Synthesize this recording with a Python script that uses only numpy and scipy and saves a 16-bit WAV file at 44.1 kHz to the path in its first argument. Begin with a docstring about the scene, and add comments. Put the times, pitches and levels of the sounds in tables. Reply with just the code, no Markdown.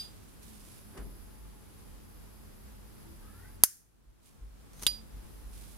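"""First comes the fading ping of a metal lighter lid, just sprung open in a gloved hand, close to a
stereo microphone in a quiet room. Unlit gas hisses and cotton rubs on the case. The hinge squeaks
faintly and the lid snaps shut; then the thumb scrapes it past its catch and it pings open again.
At this distance the snap overloads the recorder, whose gain control ducks the room and eases it back."""
import sys
import numpy as np
from scipy import signal
from scipy.fft import rfft, irfft
from scipy.io import wavfile
from scipy.ndimage import uniform_filter1d, minimum_filter1d

SR = 44100
rng = np.random.default_rng(int(sys.argv[2]) if len(sys.argv) > 2 else 0)


def store_wav(level_fs):
    """Save 16-bit WAV to argv[1]."""
    pcm = np.round(np.clip(np.atleast_2d(level_fs), -1, 1) * 32767)
    wavfile.write(sys.argv[1], SR, pcm.T.astype(np.int16))


N = 254537
TIME = np.arange(N) / SR

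# The lid springs open. Each row: start in seconds, gain in dB, factor on ring time (the glove damps it).
LID_OPENINGS = [(-.044, 0.5, 0.79), (4.8659, -1.5, 0.88)]
# The lid lands on the case. Each row: start in seconds, gain in dB.
LID_CLOSINGS = [(3.6365, -0.5)]
# The catch slips under the thumb. Each row: start in seconds, level in dB.
CATCH_SLIPS = [(4.7324, -48), (4.795, -47), (4.8192, -41), (4.824, -33), (4.8321, -30.5), (4.835, -32.5)]
# Modes of the free lid and the shut case. Each row: pitch in Hz, relative level in dB, t60 in seconds.
LID_MODES = [(3120, -30, 0.069), (3408, -42, 0.089), (3540, -20, 0.047), (4000, -43, 0.35), (4830, 1, 0.24),
             (4838, -19, 0.41), (6700, -33, 0.11), (8960, -15.5, 0.087), (9100, -22, 0.072),
             (10900, -8, 0.079), (14000, -14, 0.064)]
CASE_MODES = [(4800, -22, 0.21), (4823, -13.5, 0.055), (5500, -17, .17), (6170, -25, 0.26),
              (6300, -24, .18), (6600, -15.5, .045), (7540, -23, 0.32), (8715, -8.5, .055),
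              (8785, -16.5, 0.15), (9600, -18, 0.087), (10240, -17, .08), (10200, -3.5, .12),
              (12150, 7, 0.056), (11780, -5, 0.089), (12500, -21.5, .19), (14200, -21, .05),
              (15000, -13, .12)]
# Resonances of the gas jet. Each row: centre in Hz, width in Hz, relative level in dB.
JET_RESONANCES = [(4880, 310, -6), (10745, 550, -0.5), (11770, 1400, -4.5), (12600, 690, -6)]
# The jet's aim past the microphone. Each row: time in seconds, level in dB, treble tilt in dB per octave.
JET_TURNS = [(.25, -67.5, 6), (.9, -63, -22), (1.22, -64, -2), (1.47, -69, -7), (1.7, -66.5, -18),
             (2.05, -65, 13), (2.75, -65.5, 10), (3.45, -65.5, -6), (5.2, -64.5, -4)]
# The glove strokes the case. Each row: start in seconds, length in seconds, level in dB.
GLOVE_STROKES = [(0, 0.34, -66.5), (0.403, 0.37, -59.5), (4.216, 0.053, -56), (4.566, 0.058, -73),
                 (5.15, 0.34, -71.5), (5.508, 0.23, -59)]
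# Soft thuds of the hand. Each row: start in seconds, level in dB, t60 in seconds.
HAND_THUDS = [(.98, -41.5, .9), (4.05, -41.5, 0.21), (4.405, -38, 0.4), (5.125, -43.5, 0.57),
              (5.445, -44, 0.35)]
# Hum in the room. Each row: pitch in Hz, level in dB.
ROOM_HUM = [(48.8, -54.5), (89, -68.5), (213.5, -66.5), (856, -79)]
# Faint low tones that come and go. Each row: peak time in seconds, pitch in Hz, level in dB,
# half-width in seconds.
ROOM_SWELLS = [(0.984, 388, -51, .03), (3.096, 333, -55.5, 0.036), (3.42, 90.4, -54, .16)]
# How alike the air is left and right. Each row: frequency in Hz, correlation from -1 to 1.
AIR_LIKENESS = [(30, 0.8), (60, .3), (130, -0.4), (260, -0.31), (600, -0.2), (1500, 0.096), (4000, 0),
                (15000, -0.1)]

# Noise spectra at the microphone. Each row: frequency in Hz, relative level in dB.
CRACK_SPECTRUM = [(60, -20), (250, -19), (600, -17.5), (1200, -19), (2200, -21), (3100, -11), (4200, -19.5),
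                  (6500, -9.5), (8000, -10.5), (8900, -7), (10100, -11.5), (11100, 5.5), (12500, -8),
                  (13700, -7.5), (15600, -15.5)]  # the lid's edge strikes the case
KNOCK_SPECTRUM = [(60, -7), (300, -9.5), (650, 3.5), (1100, -0.5), (2100, -10), (3100, 4), (4500, -13),
                  (9000, -30)]  # the body of that blow
SHUT_SPECTRUM = [(100, -23), (700, -32), (1600, -10), (2400, -19), (3800, -18), (5000, -8), (6500, -3),
                 (8000, -11), (8800, 0.5), (10000, -7.5), (11000, -1), (13000, -9), (14700, -13.5),
                 (15600, -13)]  # chatter on closing
OPEN_SPECTRUM = [(100, -6), (400, -25.5), (900, -23), (1900, -15.5), (2900, -5.5), (3600, 1.5), (4400, -3),
                 (5500, -11.5), (6400, -7.5), (7800, -15.5), (8900, -1.5), (9900, -12), (10800, -3.5),
                 (12800, -17.5), (13900, -3), (15200, -42)]  # crack and chatter on opening
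STOP_SPECTRUM = [(300, -19.5), (1900, -30), (2700, -15.5), (3500, 2), (4200, -7.5), (5500, -40)]  # the lid clinks on its stop
SLIP_SPECTRUM = [(150, -5), (700, -5.5), (2000, -11), (4000, -8), (4800, -6), (5500, -8), (6200, 1),
                 (7700, -15), (8900, 2), (9700, -17), (10600, -0.5), (13000, -10), (15500, -15)]  # the spring scrapes its cam
COTTON_SPECTRUM = [(200, -14), (1500, -10.5), (2400, -3.5), (4200, -2.5), (7500, -2.5), (8700, 0.5),
                   (11000, 1), (13000, -4.5), (15700, -11.5)]  # cotton on metal
SHIFT_SPECTRUM = [(30, -22), (140, 0.5), (380, -4.5), (600, -12), (1000, -12), (1750, -15.5), (2200, -22),
                  (6000, -44), (15000, -49)]  # the fingers change their hold
GRIP_SPECTRUM = [(10, -27), (24, -11), (36, -7), (52, 11), (75, -28), (150, -32), (400, -38), (1200, -62)]  # the grip knocks and flexes
TAP_SPECTRUM = [(200, -2), (1800, 1), (3000, -4.5), (7000, -7), (10000, -7), (15000, -26)]  # a fingertip on the lid
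AIR_SPECTRUM = [(10, -19), (25, -11.5), (45, -12.5), (70, -2), (130, -4.5), (250, -9.5), (400, -13.5),
                (600, -20), (1100, -21.5), (2000, -27.5), (3500, -30), (7000, -32), (10000, -30.5),
                (13000, -32.5), (15700, -38)]  # room air


def lid_ping():
    """The lid hits its stop, chatters briefly and rings on like a small bell; the room answers."""
    out = np.zeros((2, N))
    for start, db, freedom in LID_OPENINGS:
        crack = amp(-17.5) * burst(OPEN_SPECTRUM, length=0.001303, spread=1.0)
        clink = amp(-12) * burst(STOP_SPECTRUM, length=0.001312, spread=0.41)
        chatter = amp(-16) * dying(OPEN_SPECTRUM, t60=0.049, rise=0.00048, likeness=0.15)
        modes = [(hz, mode_db, t60 * freedom) for hz, mode_db, t60 in LID_MODES]
        bell = amp(-21) * ring(modes, rise=0.0089, spread=1.0, echo=0.25) * pan(db=-7)
        room = amp(-37.5) * dying(OPEN_SPECTRUM, t60=0.32, rise=0.0054)
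        add(out, start, amp(db) * (crack + clink + chatter + bell + room))
    return out


def lid_snap():
    """The lid slams home: a bright crack over a solid knock, chatter, the ringing case, then the room."""
    out = np.zeros((2, N))
    for start, db in LID_CLOSINGS:
        crack = amp(10) * burst(CRACK_SPECTRUM, length=0.001379, spread=1.0) * pan(db=5)
        knock = amp(-11) * burst(KNOCK_SPECTRUM, length=0.001, spread=1.0) * pan(db=-5)
        chatter = amp(-1.5) * dying(SHUT_SPECTRUM, t60=0.052, rise=0.00058, likeness=0.24)
        case = amp(-10) * ring(CASE_MODES, rise=0.002, spread=1.0, echo=0.81)
        room = amp(-23) * dying(SHUT_SPECTRUM, t60=0.4, rise=0.0059)
        add(out, start, amp(db) * (crack + knock + chatter + case + room))
    return out


def catch_scrape():
    """The spring drags over its cam with growing force and slips in small metallic scrapes."""
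    first, last = CATCH_SLIPS[0][0], CATCH_SLIPS[-1][0]
    force = amp(np.interp(TIME, [first, last], [-68, -52]))
    contact = envelope(first, last - first, attack=0.002, t60=0.22)
    out = noise(SLIP_SPECTRUM, likeness=0.46) * force * contact
    for start, db in CATCH_SLIPS:
        scrape = dying(SLIP_SPECTRUM, t60=0.019, rise=0.00033, likeness=0.46)
        room = amp(-18) * dying(SLIP_SPECTRUM, t60=0.24, rise=0.008)
        add(out, start, amp(db) * (scrape + room))
    return out


def gas_hiss(away_s=1.63, away_width_s=0.15, pitch_sag=0.034, pivot_hz=12150):
    """Unlit gas hisses through the jet's resonances, sagging in pitch as it points off the microphone."""
    pitch = 1 - pitch_sag * swell(away_s, away_width_s)
    times, levels, tilts = np.transpose(JET_TURNS)
    aim_db, tilt = np.interp(TIME, times, levels), np.interp(TIME, times, tilts)
    turbulence = rng.standard_normal((2, N))
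    turbulence = turbulence + 0.25 * turbulence[::-1]
    hiss = 0
    for hz, width, db in JET_RESONANCES:
        # only the treble is beamed enough to change with the turn
        beam_db = tilt * np.log2(hz / pivot_hz) * (hz > pivot_hz / 2)
        hiss += amp(db + beam_db) * resonate(turbulence, hz * pitch, width)
    return unit_rms(hiss) * valve_flow() * amp(aim_db + 0.74 * drift(rate=6)) * pan(db=0.5)


def valve_flow(build_s=0.35, lead_s=0.051, cutoff_s=0.025):
    """Gas flow from 0 to 1: it builds after each opening; the falling lid cuts it just before landing."""
    flow = np.zeros(N)
    for start, _, _ in LID_OPENINGS:
        shut = min([landing - lead_s for landing, _ in LID_CLOSINGS if landing > start], default=np.inf)
        build = 1 - np.exp(-np.maximum(TIME - start, 0) / build_s)
        flow += build * np.clip((shut - TIME) / cutoff_s, 0, 1)
    return flow


def glove_rub():
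    """Cotton strokes the metal case with a grainy friction, a little right of centre."""
    strokes = sum(amp(db) * envelope(start, length, attack=0.035, t60=0.51)
                  for start, length, db in GLOVE_STROKES)
    return noise(COTTON_SPECTRUM, likeness=0.14) * strokes * amp(1.7 * drift(rate=150)) * pan(db=-5)


def finger_shift():
    """The fingers shift their hold once; the shuffle dulls as they settle."""
    movement = amp(-47) * envelope(start=0.921, length=0.12, attack=0.069, t60=0.43)
    shuffle = noise(SHIFT_SPECTRUM, likeness=0.62) * movement * amp(0.55 * drift(rate=68))
    dull = signal.sosfilt(signal.butter(2, 500, fs=SR, output="sos"), shuffle)
    settled = np.interp(TIME, [0.985, 1.06], [0, 1])
    return shuffle * (1 - settled) + amp(1.5) * dull * settled


def grip_thuds(attack_s=0.023, flex_start_s=4.7):
    """The hand thuds softly; once the thumb bears on the lid, the grip keeps flexing unevenly."""
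    thuds = sum(amp(db) * envelope(start, 2 * attack_s, attack_s, t60) for start, db, t60 in HAND_THUDS)
    flex = amp(-53.5 + 3 * drift(rate=8)) * ramp(flex_start_s, attack_s)
    rumble = noise(GRIP_SPECTRUM, likeness=0.67)
    rumble /= np.sqrt(uniform_filter1d(rumble ** 2, size=4000))  # steady the noise's own level
    return np.hypot(thuds, flex) * rumble


def fingertip_tap(start_s=0.973):
    """A fingertip lands on the open lid."""
    out = np.zeros((2, N))
    add(out, start_s, amp(-46) * dying(TAP_SPECTRUM, t60=0.078, rise=0.002, likeness=0.25))
    return out


def hinge_squeak(from_hz=1180, to_hz=1710):
    """Friction excites two narrow resonances that climb ever faster as the lid starts down."""
    turned = ramp(start=3.17, length=0.398)
    hz = from_hz + (to_hz - from_hz) * turned ** 1.4
    friction = rng.standard_normal(N)
    squeak = resonate(friction, hz, width=57) + amp(-5.5) * resonate(friction, 1.28 * hz, width=120)
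    arch = np.sqrt(abs(np.sin(np.pi * turned)))
    return unit_rms(squeak) * amp(-66 + 2 * drift(rate=12)) * arch


def room_tone():
    """The room behind the hand: dull air noise, a wavering hum and a few faint low swells."""
    likeness = curve_at(AIR_LIKENESS, np.fft.rfftfreq(N, 1 / SR))
    air = amp(-53.5) * noise(AIR_SPECTRUM, likeness=likeness) * amp(0.5 * drift(rate=6.4))
    tones, channel_phase = 0, np.array([[0], [1.1]])
    for hz, db in ROOM_HUM:
        tone = np.sin(2 * np.pi * hz * TIME + 2.28 * drift(rate=5) + channel_phase)
        tones += amp(db) * unit_rms(tone * amp(3.6 * drift(rate=4.5)))
    for peak, hz, db, width in ROOM_SWELLS:
        tone = np.sin(2 * np.pi * hz * TIME + 0.39 * drift(rate=20) + channel_phase)
        tones += amp(db) * swell(peak, width) * tone
    return air + tones * pan(db=-1)


def burst(spectrum, length, spread, size=4096):
    """A hard contact: each frequency arrives at its own moment within `length` seconds."""
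    hz = np.fft.rfftfreq(size, 1 / SR)
    knots = np.linspace(0, SR / 2, num=40)
    delay = length * np.interp(hz, knots, rng.uniform(0.15, 1, len(knots)))
    side = np.interp(hz, knots, rng.choice([-1, 1], len(knots)))
    channel_phase = spread * side * np.array([[-0.5], [0.5]])
    phase = -2 * np.pi * np.cumsum(delay) * hz[1] + channel_phase
    crack = irfft(amp(curve_at(spectrum, hz)) * np.exp(1j * phase))[:, :size // 2]
    crack = np.pad(crack, ((0, 0), (0, SR // 2 - size // 2)))
    return unit_rms(crack) * np.sqrt(2 * length)


def dying(spectrum, t60, rise, likeness=0):
    """A dense cluster of vibrations that swells and dies away."""
    t = TIME[:SR // 2]
    return noise(spectrum, len(t), likeness) * amp(-60 * t / t60) * (1 - np.exp(-t / rise))


def ring(modes, rise, spread, echo):
    """Decaying partials, each reaching left and right `spread` radians apart."""
    t, out = TIME[:SR // 2], 0
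    for hz, db, t60 in modes:
        phase = 2 * np.pi * rng.random() + spread * np.array([[0], [1]]) * rng.choice([-1, 1])
        partial = amp(db - 60 * t / t60) * np.sin(2 * np.pi * hz * t + phase)
        # reflections build up and beat with the partial, differently on each side
        flutter = 1 + echo * drift(rate=39, shape=(2, len(t))) * (1 - np.exp(-t / 0.05))
        out += partial * flutter
    return out * (1 - np.exp(-t / rise))


def resonate(x, hz, width):
    """A steep-sided resonance, about `width` Hz wide, that follows the curve hz."""
    carrier = np.exp(2j * np.pi * np.cumsum(hz) / SR)
    pole = np.exp(-np.pi * 1.5 * width / SR)
    return (carrier * signal.lfilter([(1 - pole) ** 2], [1, -2 * pole, pole * pole], x / carrier)).real


def noise(spectrum, size=N, likeness=0):
    """Two partly alike channels of noise with a given spectrum."""
    left, other = rfft(rng.standard_normal((2, size)))
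    right = likeness * left + np.sqrt(1 - likeness ** 2) * other
    gain = amp(curve_at(spectrum, np.fft.rfftfreq(size, 1 / SR)))
    return unit_rms(irfft(np.array([left, right]) * gain, size))


def drift(rate, shape=(N,)):
    """Random wandering of unit size, mostly slower than `rate` Hz."""
    slow = np.exp(-(np.fft.rfftfreq(shape[-1], 1 / SR) / rate) ** 2)
    return unit_rms(irfft(rfft(rng.standard_normal(shape)) * slow, shape[-1]))


def envelope(start, length, attack, t60):
    """Rises from its start, holds until its length is over, then dies away."""
    return ramp(start, attack) * amp(-60 * np.maximum(TIME - start - length, 0) / t60)


def ramp(start, length):
    return np.clip((TIME - start) / length, 0, 1)


def swell(peak, width):
    return np.exp(-0.5 * ((TIME - peak) / width) ** 2)


def amp(db):
    return 10 ** (np.asarray(db) / 20)


def unit_rms(x):
    return x / np.sqrt(np.mean(x ** 2, axis=-1, keepdims=True) + 1e-20)


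def curve_at(points, hz):
    knots, values = np.transpose(points)
    return np.interp(np.log(hz + 1), np.log(knots + 1), values)


def pan(db):
    """Gains that put the left channel `db` above the right."""
    return amp([[db / 2], [-db / 2]])


def add(mix, start_s, sound):
    """Mixes a sound in, dropping whatever falls outside the scene."""
    start = round(start_s * SR)
    sound = sound[:, max(-start, 0):]
    part = mix[:, max(start, 0):][:, :sound.shape[1]]
    part += sound[:, :part.shape[1]]


def scene():
    """What reaches the microphone: lighter and hand up close, the room behind."""
    lighter = lid_ping() + lid_snap() + catch_scrape() + gas_hiss()
    hand = glove_rub() + finger_shift() + grip_thuds() + fingertip_tap()
    return lighter + hand + hinge_squeak() + room_tone()


def record(dry, limit_db=-5, hold_s=0.26, recover_db_per_s=17, attack_s=0.0011, ceiling=0.81):
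    """The recorder's gain drops fast, holds and creeps back; peaks that slip past it are clipped."""
    power = uniform_filter1d((dry ** 2).mean(0), size=65, origin=32)
    over_db = np.maximum(10 * np.log10(abs(power) + 1e-12) - limit_db, 0)
    half_hold = int(hold_s * SR / 2)
    held_db = -minimum_filter1d(-over_db, 2 * half_hold + 1, origin=half_hold, mode="constant")
    recovery_db = recover_db_per_s * TIME
    duck_db = np.maximum.accumulate(held_db + recovery_db) - recovery_db
    pole = np.exp(-1 / (attack_s * SR))
    ducked = dry * amp(-signal.lfilter([1 - pole], [1, -pole], duck_db))
    # the preamplifier clips before sampling, so its overtones do not fold down
    clipped = np.clip(signal.resample_poly(ducked, 2, 1, axis=1), -ceiling, ceiling)
    low_pass = signal.firwin(255, cutoff=15900, window=("kaiser", 8), fs=2 * SR)
    return signal.oaconvolve(clipped, low_pass[None], "same", axes=1)[:, ::2]


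dry = scene()
out = record(dry)
store_wav(out)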